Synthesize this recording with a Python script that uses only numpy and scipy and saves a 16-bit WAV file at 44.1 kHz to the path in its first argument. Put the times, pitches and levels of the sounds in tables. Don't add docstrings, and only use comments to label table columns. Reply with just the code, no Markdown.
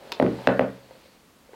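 import sys
import numpy as np
from scipy import signal
from scipy.fft import rfft, irfft
from scipy.io import wavfile

SR = 44100
rng = np.random.default_rng(int(sys.argv[2]) if len(sys.argv) > 2 else 0)


def persist_wave(psi):
    counts = np.round(np.clip(psi, -1, 1) * 32767).astype(np.int16)
    wavfile.write(sys.argv[1], SR, np.atleast_2d(counts).T)


N = 68355
TIME_S = np.arange(N) / SR
FREQS_HZ = np.fft.rfftfreq(N, 1 / SR)
CONTACT_S = 0.00011


def undb(db):
    return 10 ** (np.asarray(db) / 20)


def unit(x):
    return x / np.sqrt(np.mean(x ** 2))


def across(hz, table, axis=1):
    table = np.array(table, float)
    return np.interp(np.log(np.maximum(hz, 1)), np.log(table[:, 0]), table[:, axis])


def decay(t60):
    return np.exp(-np.log(1000) * np.minimum(TIME_S / t60, 10))


def rise(seconds):
    return 1 - np.exp(-TIME_S / seconds)


def ring(hz, t60):
    return np.sin(2 * np.pi * hz * TIME_S) * decay(t60)


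def noise(colour):
    white = rfft(rng.standard_normal(N))
    return unit(irfft(white * undb(across(FREQS_HZ, colour)), N))


def burst(colour, t60):
    envelope = decay(t60)
    phase = np.angle(rfft(rng.standard_normal(N) * envelope))
    crack = irfft(undb(across(FREQS_HZ, colour)) * np.exp(1j * phase), N)
    return unit(crack * decay(10 * t60) * rise(CONTACT_S)) * np.sqrt(np.mean(envelope ** 2) / 2)


def pulse(colour, pitch):
    log_spectrum = np.log(undb(across(FREQS_HZ / pitch, colour)))
    cepstrum = irfft(log_spectrum, N)
    causal = np.sign(N / 2 - np.arange(N)) + 1
    blow = irfft(np.exp(rfft(cepstrum * causal)), N)
    return blow / np.abs(blow).max()


def add(out, start, sound):
    i = int(max(start, 0) * SR)
    out[i:] += sound[:N - i]


# f/Hz, relative level/dB
AIR_COLOUR = [(15, -46), (25, -13), (74, -9), (108, -12), (145, -8), (242, -7), (309, -11), (591, -14),
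              (818, -19.5), (1020, -16), (1330, -19), (1790, -21), (16000, -33)]
AIR_DB = -57


def still_air():
    return undb(AIR_DB) * noise(AIR_COLOUR)


# f/Hz, relative level/dB
RUB_COLOUR = [(100, -13), (300, -6), (450, 2.5), (850, -2.5), (1200, -10), (2200, -12), (3400, -15.5),
              (4500, -17.5), (6000, -27.5), (9000, -30.5), (16000, -37.5)]
# t/s, level/dB
BRUSH_LEVEL = [(0, -50.5), (.08, -46.5), (.2, -45.5), (.38, -44), (.46, -42), (.7, -50), (.86, -57),
               (1.03, -58.5), (1.2, -67), (1.42, -70), (1.55, -56)]
# f/Hz, relative level/dB
HISS_COLOUR = [(1000, -18), (2200, -4), (3600, -5.5), (4500, -1.5), (5300, -12), (7000, -19.5),
               (16000, -26)]
# t/s, level/dB
HISS_SWELL = [(0, -70), (.35, -56.5), (.7, -67.5), (.9, -64), (1.04, -60.5), (1.17, -68), (1.3, -76)]


def brushing():
    out = np.zeros(N)
    for colour, level in [(RUB_COLOUR, BRUSH_LEVEL), (HISS_COLOUR, HISS_SWELL)]:
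        times, level_db = np.array(level).T
        out += noise(colour) * undb(np.interp(TIME_S, times, level_db))
    return out


# t/s, level/dB, f/Hz
TOUCHES = [(0.024, -36.5, 530), (0.059, -47, 790), (0.125, -30, 394), (0.387, -30.5, 870),
           (0.909, -33, 532), (0.9125, -41.5, 900), (0.952, -39.5, 520), (1.056, -40, 525),
           (1.492, -39.5, 520), (1.533, -33, 434), (1.541, -37.5, 910)]
# f/Hz, relative level/dB
SOLE_COLOUR = [(150, -31), (700, 3), (1100, -2.5), (1600, 9), (2150, 2), (2700, -5), (3600, -17),
               (5000, -53), (9000, -34), (16000, -55)]
TAP_T60_S, TAP_CLACK_DB = 0.031, -12
SOFT_RISE_S = 0.00059


def taps():
    out = np.zeros(N)
    for start, db, hz in TOUCHES:
        touch = ring(hz, TAP_T60_S) + undb(TAP_CLACK_DB) * burst(SOLE_COLOUR, TAP_T60_S)
        add(out, start, undb(db) * touch * rise(SOFT_RISE_S))
    return out


# f/Hz, relative level/dB, decay time t60/s
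ROOM_MODES = [(64.6, 9, 0.39), (134, 1.5, 0.33), (250, 1, 0.38), (594, -5, 0.24), (1080, -3, 0.3),
              (1850, -7, 0.32), (4060, -2.5, 0.16), (6900, -3.5, 0.11), (14000, -24, 0.14)]
WALL_DELAY_S, WALL_BUILD_S, ROOM_DB = 0.011, 0.0013, 2


def room(x):
    white = rfft(rng.standard_normal(N))
    tail, response = np.zeros(N), np.zeros(N)
    for hz in 45 * 2 ** np.arange(0, 8.6, 1 / 3):
        band = np.abs(np.log2(np.maximum(FREQS_HZ, 1) / hz)) < 1 / 6
        t60 = across(hz, ROOM_MODES, axis=2)
        echoes = irfft(white * band, N) * decay(t60) * rise(WALL_BUILD_S)
        tail += unit(echoes) * np.sqrt(band.mean() / N) * undb(across(hz, ROOM_MODES))
    add(response, WALL_DELAY_S, tail)
    return undb(ROOM_DB) * signal.fftconvolve(x, response)[:N]


# t/s, level/dB
SOLE_TICKS = [(0.1196, -17), (0.1249, -21)]
# f/Hz, relative level/dB, decay time t60/s
SOLE_MODES = [(955, -8.5, 0.023), (1354, -17.5, 0.032), (2516, -13, 0.042), (3570, -18, 0.03),
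              (4230, -26, 0.0047), (5250, -15, 0.0063)]
# f/Hz, relative level/dB
SNAP_COLOUR = [(300, -28), (1200, 0), (4000, 5.5), (6000, -7.5), (8500, -19), (13000, -16.5), (16000, -21)]
SNAP_T60_S, SNAP_DB, TICK_LOW_HZ = 0.011, -1, 500


def ticks():
    out, plate = np.zeros(N), np.zeros(N)
    for k, (hz, db, t60) in enumerate(SOLE_MODES):
        plate += (-1) ** k * undb(db) * ring(hz, t60)
    plate *= rise(CONTACT_S)
    for start, db in SOLE_TICKS:
        snap = undb(SNAP_DB) * burst(SNAP_COLOUR, SNAP_T60_S)
        add(out, start, undb(db) * (plate + snap))
    return signal.sosfilt(signal.butter(2, TICK_LOW_HZ, "high", fs=SR, output="sos"), out)


# t/s, thump level/dB, thump f/Hz, clack level/dB, clack f/Hz, click level/dB, relative ring level/dB
LANDINGS = [(0.1989, 0.5, 580, -17, 2020, -29, -0.5), (0.2252, -2, 322, -14.5, 1530, -20, 3.5),
            (0.2638, -11.5, 250, -23.5, 1270, -64, -7), (0.4727, 3, 557, -3, 1667, -9.5, 5),
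            (0.5938, 1.5, 546, -13.5, 1620, -46, -6.5), (0.6091, -15, 564, -36, 1630, -62, -10)]
# f/Hz, relative level/dB
CLICK_COLOUR = [(300, -20), (1500, 20.5), (4000, 6), (6000, -29), (8000, -10), (12000, -15), (16000, -24)]
CLICK_T60_S = 0.0024


def stud_clicks():
    out = np.zeros(N)
    for start, *_, click_db, _ in LANDINGS:
        add(out, start, undb(click_db) * burst(CLICK_COLOUR, CLICK_T60_S))
    return out


TABLE_DB, TABLE_RISE_S = -31.5, 0.0068
# f/Hz before slight detuning, relative level/dB, decay time t60/s
TABLE_MODES = [(74.5, -10.5, 0.4), (124.95, -2, .58), (190.5, 2.5, 0.51), (238, 1, 0.42),
               (265.6, -2.5, 0.54), (272.7, 5, 0.36), (319, 1.5, 0.28), (387.5, 3, 0.35),
               (464.8, 4.5, 0.36), (553.4, 3.5, 0.57), (616, -8, 0.48), (803, -1.5, 0.2)]


def table_top():
    out = np.zeros(N)
    for start, *_, ring_db in LANDINGS:
        detune = 1 + 0.0023 * rng.standard_normal(len(TABLE_MODES))
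        modes = np.zeros(N)
        for (hz, db, t60), ratio in zip(TABLE_MODES, detune):
            modes += undb(db) * ring(hz * ratio, t60)
        add(out, start, undb(TABLE_DB + ring_db) * modes * rise(TABLE_RISE_S))
    return out


CLACK_LAG_S, GRIT_DB, GRIT_T60_S = 0.0003, -5, 0.013
CLACK_HZ = 1655


def clacks():
    out = np.zeros(N)
    for start, _, _, db, hz, *_ in LANDINGS:
        blow = pulse(SOLE_COLOUR, hz / CLACK_HZ)
        grit = undb(GRIT_DB) * burst(SOLE_COLOUR, GRIT_T60_S)
        add(out, start + CLACK_LAG_S, undb(db) * (blow + grit))
    return out


THUMP_LAG_S, THUMP_T60_S = 0.00071, 0.015
BODY_HZ, BODY_DB, BODY_T60_S = 275.2, -16, 0.05
RADIATION_HZ = 183.6


def thumps():
    out = np.zeros(N)
    for start, db, hz, *_ in LANDINGS:
        body = undb(BODY_DB) * ring(BODY_HZ, BODY_T60_S)
        thump = (ring(hz, THUMP_T60_S) + body) * rise(SOFT_RISE_S)
        add(out, start + THUMP_LAG_S, undb(db) * thump)
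    return signal.sosfilt(signal.butter(2, RADIATION_HZ, "high", fs=SR, output="sos"), out)


def scene():
    hits = [(thumps(), 0), (clacks(), -3.5), (stud_clicks(), -5.5), (ticks(), -7.5), (taps(), -4.5)]
    direct = sum(sound for sound, _ in hits)
    walls = room(sum(undb(room_db) * sound for sound, room_db in hits))
    return (direct + walls + table_top() + brushing() + still_air())[None]


CEILING, KNEE = 0.527, 4.7
LOW_CUT_HZ, TOP_HZ = 37, 16000


def record(dry):
    clipped = dry / (1 + np.abs(dry / CEILING) ** KNEE) ** (1 / KNEE)
    thinned = signal.sosfilt(signal.butter(1, LOW_CUT_HZ, "high", fs=SR, output="sos"), clipped)
    return signal.sosfilt(signal.ellip(10, .2, 80, TOP_HZ, fs=SR, output="sos"), thinned)


dry = scene()
out = record(dry)
persist_wave(out)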